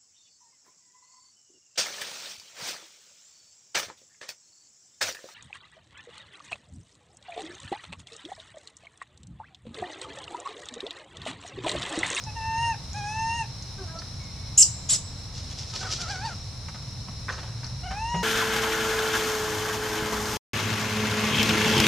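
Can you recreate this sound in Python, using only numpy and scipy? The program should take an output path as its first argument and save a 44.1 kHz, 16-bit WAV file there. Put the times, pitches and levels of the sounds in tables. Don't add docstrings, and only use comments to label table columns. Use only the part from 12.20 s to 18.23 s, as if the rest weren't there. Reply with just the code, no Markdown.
import sys
import numpy as np
from scipy import signal
from scipy.fft import rfft, irfft, next_fast_len
from scipy.io import wavfile

SR = 44100
rng = np.random.default_rng(int(sys.argv[2]) if len(sys.argv) > 2 else 0)


def master_out(mix):
    frames = np.transpose(np.atleast_2d(mix))
    ceiling = np.clip(frames, -1, 1)
    pcm = np.round(ceiling * 32767).astype(np.int16)
    wavfile.write(sys.argv[1], SR, pcm)


N = 265923
TIME = np.arange(N) / SR


# (time [s], pitch [Hz], level [dB])
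COO_CONTOURS = [
    [(0.062, 899, -53), (0.068, 888, -43), (0.078, 870, -39), (0.104, 856, -40.5), (0.114, 860, -55),
     (0.12, 867, -64)],
    [(0.153, 930, -50), (0.169, 917, -35), (0.205, 888, -42), (0.275, 899, -34.5), (0.339, 899.5, -33.5),
     (0.435, 930.5, -25), (0.503, 921.7, -26.5), (0.531, 892, -37), (0.548, 870, -41)],
    [(0.74, 817, -50), (0.748, 798, -39), (0.772, 849, -38.5), (0.818, 809, -38), (0.986, 892, -34),
     (1.13, 917, -30), (1.166, 940, -32), (1.214, 907, -30.5), (1.25, 867, -49)],
    [(5.632, 709, -46), (5.646, 718, -40.5), (5.66, 762, -39.5), (5.682, 708, -38), (5.706, 775, -42),
     (5.716, 755, -40.5), (5.814, 890, -34.5), (5.924, 956.5, -29), (6.03, 945, -32.5)],
]
# (time [s], pitch [Hz], level [dB])
WHIMPER_CONTOURS = [
    [(3.61, 766, -41), (3.638, 774, -42), (3.648, 769, -45), (3.658, 740, -39), (3.678, 629, -50),
     (3.71, 640, -47)],
    [(3.785, 667.5, -46), (3.811, 742, -42), (3.865, 636, -43.5), (3.909, 838, -35), (3.951, 735, -39),
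     (4.001, 752, -43.5), (4.061, 942, -31.5), (4.105, 717, -43), (4.135, 723, -45.5)],
]
# (final drop in pitch [octaves], lift of the second partial [dB],
# lift of the high partials [dB], lag of the echo from the bank [s])
COO_MANNERS = [(0, -7.5, -6, 0.00124), (0.19, 1, -3, .00454), (0.193, -1, 5, .00117), (0, -3, -2, .00194)]
# (final drop [octaves], second partial [dB], high partials [dB], echo lag [s])
WHIMPER_MANNERS = [(0, 3.5, 0, 0.00023), (.17, -0.81, 5.5, 0.001304)]
# (level at full voice [dB], gain per octave of pitch [dB])
COO_LOW_PARTIALS = [(0, -2), (-10, -12), (-9, 7)]
WHIMPER_LOW_PARTIALS = [(0.5, 23), (-11, -27.5), (-15, -7)]
# (frequency [Hz], gain [dB])
COO_RESONANCES = [(2800, 15), (3700, -36), (4600, -25.5), (5500, -11), (6400, -9), (7400, -24.5),
                  (8300, -26), (9200, -18.5), (10100, -32.5), (12000, -58), (15000, -55)]
WHIMPER_RESONANCES = [(2500, -9), (3600, -2), (4150, 7.5), (4600, 10), (4800, 9), (5300, -6), (7200, -21),
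                      (9000, -15), (12000, -43), (15000, -47)]
# (frequency [Hz], gain [dB])
BREATH_COLOUR = [(500, 8), (800, -4), (1500, 5), (2300, -3), (3200, -18), (4700, -12), (8000, -22),
                 (14000, -42)]
# (start [s], attack [s], whistle length [s], collapse length [s], top pitch [Hz], whistle [dB],
# rasp [dB], level change at the collapse [dB], roughness [0-1], sputter [dB])
SHRIEK_EVENTS = [(2.374, 0.003, .046, .014, 7640, -13.5, -18.5, 1.5, 0.36, 6),
                 (2.688, 0.0099, .047, .032, 7850, -21.5, -27, -5.5, 0.24, -2.5)]
# (frequency [Hz], gain [dB])
RASP_COLOURS = [
    [(400, -56), (2300, -29), (2900, -8), (3400, -22), (4400, -18), (5100, -5), (7000, 0.5), (8300, 1.5),
     (9300, -12.5), (11200, -12.5), (12800, -39), (13900, -26), (15000, -62)],
    [(1000, -15.5), (2200, -15.5), (3400, 0), (4500, -2), (5600, 5.5), (7500, -11), (8400, -4), (9700, -4),
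     (11200, -15), (12200, -32), (13500, -20), (15500, -44)],
]
# (time of the peak [s], level [dB], 60 dB decay [s])
LEAF_STROKES = [(3.174, -39, 0.48), (3.32, -39.5, 0.16), (3.388, -37.5, 0.38), (3.5, -42, .2),
                (3.552, -34.5, 1), (3.727, -26, 0.21), (3.817, -29.5, 0.15), (3.902, -36.5, 0.47),
                (4.066, -42, 0.72), (5.11, -43, 0.62)]
# (frequency [Hz], gain [dB])
LEAF_COLOUR = [(180, -59), (300, -11.5), (430, -12), (691, -11), (1150, -19), (1420, -13), (1880, -15),
               (5620, -0.5), (10500, -29.5), (15000, -51)]
# (time [s], peak [dB], nominal pitch [Hz], 60 dB decay of the crackle [s])
LEAF_SNAPS = [(0.0387, -34.5, 5940, 0.00084), (0.732, -37.5, 6900, 0.0027), (1.424, -41.5, 5830, 0.018),
              (1.788, -38.5, 5270, 0.068), (2.039, -46, 6400, 0.011), (5.444, -38, 5100, 0.016),
              (5.466, -40, 5940, 0.022)]
# (time [s], scuff [dB], 60 dB decay [s], thud [dB], centre [Hz])
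GROUND_BUMPS = [(1.819, -33.5, 0.034, -50, 1500), (2.724, -33.5, 0.1, -51, 720),
                (2.745, -29.5, 0.043, -63, 710), (3.535, -36.5, 0.19, -43, 1090),
                (3.629, -30.5, 0.19, -33.5, 1350), (4.484, -32.5, 0.072, -44, 1580),
                (4.545, -38, 0.15, -43, 1420), (4.884, -33.5, 0.036, -40, 1070),
                (5.088, -28, 0.15, -49, 1110), (5.121, -35, 0.22, -56, 1390),
                (5.18, -33.5, 0.15, -60, 1220), (5.23, -36.5, 0.21, -57, 900),
                (5.432, -37.5, 0.19, -49, 1490), (5.709, -30.5, 0.19, -32, 1570),
                (5.943, -27.5, 0.17, -33, 805)]
# (multiple of its centre [ratio], gain [dB])
SCUFF_COLOUR = [(.15, -19), (.4, 3.5), (1, 6), (1.5, -1), (2.1, -6), (3.6, -5.5), (9, -41)]
# (time [s], level [dB])
BRANCH_KNOCKS = [(5.0834, -27), (5.0888, -25.5), (5.091, -21.5), (5.099, -22), (5.104, -23)]
# (frequency [Hz], mean level [dB], 60 dB decay [s])
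BRANCH_MODES = [(520, -20, 0.055), (760, -19, 0.021), (1030, -6, 0.028), (1310, -4, 0.022),
                (1600, -1, 0.022), (1860, -0.5, 0.022), (2230, -4, 0.015), (2640, -16, .02)]
# (start [s], length [s], first pitch [Hz], last pitch [Hz], starting level [dB])
FAR_SYLLABLES = [(1.575, 0.096, 401, 334, -45), (1.665, 0.156, 321.4, 342, -49.5)]
# (frequency [Hz], gain [dB])
FAR_RESONANCES = [(350, -2.5), (680, 1), (1000, -6), (1330, 0.5), (1700, -10), (2200, -27), (4000, -35)]
# (start [s], length [s], first pitch [Hz], last pitch [Hz], starting level [dB])
BIRD_NOTES = [(1.995, 0.123, 2270, 2080, -50), (2.13, 0.24, 2290, 2100, -57)]
# (frequency [Hz], gain [dB])
INSECT_COLOUR = [(2800, -11), (3400, -6.5), (3750, 1), (4150, 6.5), (4600, -7), (5000, 4.5), (5500, 9.5),
                 (5850, -0.5), (6200, -4.5), (7200, -12), (10000, -15), (11500, -22), (13000, -32.5),
                 (15600, -33)]
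# (frequency [Hz], gain [dB])
ROAD_COLOUR = [(24, -13.5), (45, -6.5), (87, -1), (129, -2), (160, -9.5), (280, -21.5), (340, -27.5),
               (520, -26.5), (930, -26.5), (1700, -34), (2200, -32), (3000, -38), (4000, -59), (6600, -110)]
# (start [s], length [s], first pitch [Hz], last pitch [Hz], starting level [dB])
ENGINE_DRONES = [(5.2, 0.44, 102, 134.7, -34), (5.48, 0.83, 54.2, 61.4, -40), (5.935, .1, 166.2, 186, -28)]
# (frequency [Hz], left-right correlation [0-1])
STEREO_LIKENESS = [(60, 0.98), (100, 0.98), (170, 0.98), (280, 0.78), (900, 0.84), (2500, 0.66),
                   (4200, 0.56), (5500, 0.23), (7500, 0.017), (13000, 0.016)]

FULL_VOICE_HZ = 900
DROP_S, BANK_ECHO = 0.0137, 0.29
SHRIEK_START_HZ, COLLAPSE_HZ = 6400, 4870
COLLAPSE_ROUGH = 0.72
ARCH_SHARE, WHISTLE_DIES_S = 0.85, 0.14
SPUTTER_PER_S, SPUTTER_S = 140, 0.028
SCUFFLE_RISE_S = 0.15
NOTE_ATTACK, NOTE_SAG_DB = 0.16, 8
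INSECT_DB, ROAD_DB = -46, -38
FOREST_T60_S = 1
MIC_LAG_S = 0.00001
PEAK_LIMIT, CUTOFF_HZ = 0.85, 15700


def cries(calls, manners, partials, throat, jitter, shimmer, overtone_db, strain_db, hoarse_db):
    out = np.zeros(N)
    for rows, (drop_octaves, second_db, bright_db, echo_s) in zip(calls, manners):
        span, gate, (hz, level_db) = phrase(rows, fade_s=0.0012)
        hz = hz * 2 ** (-drop_octaves * np.exp((TIME[span] - TIME[span][-1]) / DROP_S))
        size, tension = len(hz), hz / FULL_VOICE_HZ
        phase = cycle(hz * (1 + jitter / tension ** 4 * drift(111, size)))
        echo_phase = phase - 2 * np.pi * hz * echo_s
        partial_db = [level_db + np.minimum(db + octave_db * np.log2(tension), 0)
                      for db, octave_db in partials]
        partial_db[1] = partial_db[1] + second_db
        high_db = partial_db[-1] + overtone_db + bright_db + strain_db * np.log2(tension)
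        for k in range(1, 15):
            db = partial_db[k - 1] if k <= len(partial_db) else high_db + at_hz(throat, k * hz)
            wave = np.sin(k * phase) + (k > 1) * BANK_ECHO * np.sin(k * echo_phase)
            flicker_db = shimmer * np.sqrt(k - 1) * drift(33, size)
            out[span] += gate * np.sqrt(2) * from_db(db + flicker_db) * wave
        leak = from_db(partial_db[1] + hoarse_db) * (1 + np.cos(phase))
        out[span] += gate * leak * noise(BREATH_COLOUR, size)
    return out


def shrieks(wobble, flutter, octave_db):
    out = np.zeros(N)
    for row, colour in zip(SHRIEK_EVENTS, RASP_COLOURS):
        (start_s, attack_s, arch_s, collapse_s, top_hz,
         whistle_db, rasp_db, collapse_db, roughness, sputter_db) = row
        span, t = stretch(start_s, arch_s + collapse_s)
        size, broken_s = len(t), np.maximum(t - arch_s, 0)
        arch = np.sin(np.pi * ARCH_SHARE * np.minimum(t / arch_s, 1))
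        collapse = np.sin(np.pi / 2 * broken_s / collapse_s)
        arch_hz = SHRIEK_START_HZ + (top_hz - SHRIEK_START_HZ) * arch
        hz = arch_hz * (1 - collapse) + COLLAPSE_HZ * collapse
        rough = roughness + (COLLAPSE_ROUGH - roughness) * collapse
        catches = (np.cos(2 * np.pi * SPUTTER_PER_S * t) - 0.5) / 2
        sputter = sputter_db * np.maximum(1 - (t / SPUTTER_S) ** 2, 0) * catches
        gate = np.minimum(t / attack_s, 1) * np.minimum((t[-1] - t) / 0.0023, 1)
        gain = gate * from_db(sputter + collapse_db * collapse)
        phase = cycle(hz * (1 + wobble * rough * drift(740, size)))
        beat = rms_one(from_db(flutter * rough * np.tanh(drift(460, size))))
        whistle = np.sin(phase) + from_db(octave_db) * np.sin(2 * phase)
        whistle *= np.sqrt(2) * from_db(whistle_db - 60 * broken_s / WHISTLE_DIES_S)
        rasp = from_db(rasp_db) * noise(colour, size)
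        out[span] += gain * (beat * whistle + np.sqrt(beat) * rasp)
    return out


def scuffle(grain_db, level_db):
    power = np.zeros(N)
    for s, db, t60 in LEAF_STROKES:
        fall_db = 60 * np.maximum((s - TIME) / SCUFFLE_RISE_S, (TIME - s) / t60)
        power += from_db(db - fall_db) ** 2
    grains = rms_one(noise(LEAF_COLOUR, N) * from_db(grain_db * drift(180, N)))
    return from_db(level_db) * np.sqrt(power) * grains


def snaps(crackle, level_db):
    out, t = np.zeros(N), TIME[:SR // 5]
    for s, db, hz, t60 in LEAF_SNAPS:
        force = (t == 0) + crackle * rng.standard_normal(len(t)) * from_db(-60 * t / t60)
        band = signal.butter(3, [hz * 0.8, hz * 1.127], "band", fs=SR, output="sos")
        tick = signal.sosfilt(band, force)
        out[int(s * SR):int(s * SR) + len(t)] += from_db(db + level_db) * tick / np.abs(tick).max()
    return out


def bumps(level_db, thud_db):
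    out, thud = np.zeros(N), [(90, 0), (180, 23), (400, -59), (2000, -52)]
    for s, db, t60, low_db, hz in GROUND_BUMPS:
        scuff = [(hz * multiple, gain_db) for multiple, gain_db in SCUFF_COLOUR]
        out += from_db(db + level_db) * burst(s, t60, 0.00017, scuff)
        out += from_db(low_db + thud_db) * burst(s, 0.039, 0.0035, thud)
    return out


def burst(s, t60, attack_s, colour):
    out, start = np.zeros(N), int(s * SR)
    t = TIME[:min(SR // 2, N - start)]
    envelope = (1 - np.exp(-t / attack_s)) * from_db(-60 * t / max(t60, 0.01))
    out[start:start + len(t)] = noise(colour, len(t)) * envelope
    return out


def branch(level_db):
    out, t = np.zeros(N), TIME[:SR // 5]
    for s, db in BRANCH_KNOCKS:
        ring = np.zeros(len(t))
        for hz, mode_db, t60 in BRANCH_MODES:
            strength = from_db(mode_db + rng.normal(0, 3.8) - 60 * t / t60) * rng.choice([-1, 1])
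            ring += strength * np.sin(2 * np.pi * hz * t)
        out[int(s * SR):int(s * SR) + len(t)] += from_db(db + level_db) * ring * (1 - np.exp(-t / 0.00028))
    return out


def far_call(jitter, shimmer):
    out = np.zeros(N)
    for span, hz, phase, gain in notes(FAR_SYLLABLES, jitter, waver_hz=80):
        for k in range(1, 9):
            partial_db = at_hz(FAR_RESONANCES, k * hz) + shimmer * drift(25, len(hz))
            out[span] += gain * from_db(partial_db) * np.sin(k * phase)
    return out


def bird(waver):
    out = np.zeros(N)
    for span, _, phase, gain in notes(BIRD_NOTES, waver, waver_hz=60):
        out[span] += gain * np.sin(phase)
    return out


def insects(flicker_db):
    return from_db(INSECT_DB + flicker_db * drift(15, N)) * wide_noise(INSECT_COLOUR)


def road():
    return from_db(ROAD_DB) * wide_noise(ROAD_COLOUR)


def engine(waver):
    out = np.zeros(N)
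    for span, _, phase, gain in notes(ENGINE_DRONES, waver, waver_hz=25):
        out[span] += np.sqrt(2) * gain * np.sin(phase)
    return out


def forest(x, near_db, near_t60, far_db):
    t = TIME[:SR]
    near = rms_one(from_db(-60 * t / near_t60) * (t > 0.003))
    far = rms_one(from_db(-60 * t / FOREST_T60_S) * (t > 0.03))
    f = np.fft.rfftfreq(SR, 1 / SR)
    alike = np.clip(at_hz(STEREO_LIKENESS, f), 0, 1)
    colour = from_db(at_hz([(6000, -0.5), (7800, 5.0), (8600, -3.0), (15000, 0)], f))
    chance = rfft(rng.standard_normal((2, SR)))
    mid, side = irfft(chance * np.sqrt([1 + alike, 1 - alike]) * colour, SR)
    fading = from_db(near_db) * near + from_db(far_db) * far
    echoes = np.array([mid + side, mid - side]) * fading / np.sqrt(2 * SR)
    return x + signal.fftconvolve(x[None], echoes, axes=1)[:, :N]


def from_left(pair, pan_db):
    delay = np.exp(-2j * np.pi * np.fft.rfftfreq(N, 1 / SR) * MIC_LAG_S)
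    right = irfft(rfft(pair[1]) * delay, N)
    return np.array([pair[0] * from_db(pan_db / 2), right * from_db(-pan_db / 2)])


def wide_noise(spectrum):
    alike = np.clip(at_hz(STEREO_LIKENESS, np.fft.rfftfreq(N, 1 / SR)), 0, 1)
    side = irfft(rfft(noise(spectrum, N)) * np.sqrt((1 - alike) / (1 + alike)), N)
    return noise(spectrum, N) + side * np.array([[1], [-1]])


def notes(rows, waver, waver_hz):
    for start_s, length_s, first_hz, last_hz, db in rows:
        span, t = stretch(start_s, length_s)
        part = t / length_s
        hz = first_hz + (last_hz - first_hz) * part
        gate = np.sin(np.pi / 2 * np.clip(np.minimum(part, 1 - part) / NOTE_ATTACK, 0, 1))
        phase = cycle(hz * (1 + waver * np.tanh(drift(waver_hz, len(t)))))
        yield span, hz, phase, gate * from_db(db - NOTE_SAG_DB * part)


def phrase(rows, fade_s):
    s, *columns = np.transpose(rows)
    span = slice(max(int(s[0] * SR), 0), min(int(s[-1] * SR), N))
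    t = TIME[span]
    gate = np.sin(np.pi / 2 * np.clip(np.minimum(t - s[0], s[-1] - t) / fade_s, 0, 1)) ** 2
    return span, gate, [np.interp(t, s, c) for c in columns]


def stretch(start_s, length_s):
    span = slice(int(start_s * SR), min(int((start_s + length_s) * SR), N))
    return span, TIME[:span.stop - span.start]


def cycle(hz):
    return 2 * np.pi * np.cumsum(hz) / SR


def noise(spectrum, size):
    length = next_fast_len(size, True)
    f = np.fft.rfftfreq(length, 1 / SR)
    gain = from_db(at_hz(spectrum, f)) * np.minimum(f / spectrum[0][0], 1) ** 4
    return rms_one(irfft(rfft(rng.standard_normal(length)) * gain, length)[:size])


def drift(rate_hz, size):
    f = np.fft.rfftfreq(next_fast_len(size + 4096, True), 1 / SR)
    chance = rfft(rng.standard_normal(2 * len(f) - 2))
    return rms_one(irfft(chance / (1 + (f / rate_hz) ** 2)))[:size]


def at_hz(points, hz):
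    f, value = np.transpose(points)
    return np.interp(np.log(np.maximum(hz, 1)), np.log(f), value)


def rms_one(x):
    return x / np.sqrt(np.mean(x ** 2) + 1e-20)


def from_db(db):
    return 10 ** (np.asarray(db) / 20)


def scene():
    coos = cries(COO_CONTOURS, COO_MANNERS, COO_LOW_PARTIALS, COO_RESONANCES, jitter=0.0019,
                 shimmer=1.26, overtone_db=-1.5, strain_db=13, hoarse_db=-20.5)
    whimpers = cries(WHIMPER_CONTOURS, WHIMPER_MANNERS, WHIMPER_LOW_PARTIALS, WHIMPER_RESONANCES,
                     jitter=0.00587, shimmer=1.7, overtone_db=-7.5, strain_db=32, hoarse_db=-7.5)
    voice = forest(coos + whimpers, near_db=-8.5, near_t60=0.15, far_db=-31)
    screams = shrieks(wobble=0.041, flutter=9.4, octave_db=-58)
    screams = forest(screams, near_db=-5, near_t60=0.17, far_db=-26.0)

    litter = scuffle(grain_db=3.0, level_db=-1.5) + snaps(crackle=0.28, level_db=11.5)
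    litter += bumps(level_db=-4.5, thud_db=6.5) + branch(level_db=-4.5)
    ground = forest(litter, near_db=-5.5, near_t60=0.057, far_db=-10.5)

    distant = far_call(jitter=0.023, shimmer=5.4) + bird(waver=0.0104)
    distant = forest(distant, near_db=-6.0, near_t60=0.22, far_db=-16.0)
    background = insects(flicker_db=0.56) + road() + engine(waver=0.042)
    return from_left(voice + screams, pan_db=0.16) + ground + distant + background


def record(dry):
    rounded = dry / (1 + (dry / PEAK_LIMIT) ** 8) ** (1 / 8)
    return signal.sosfilt(signal.ellip(10, 0.1, 90, CUTOFF_HZ, fs=SR, output="sos"), rounded)


dry = scene()
out = record(dry)
master_out(out)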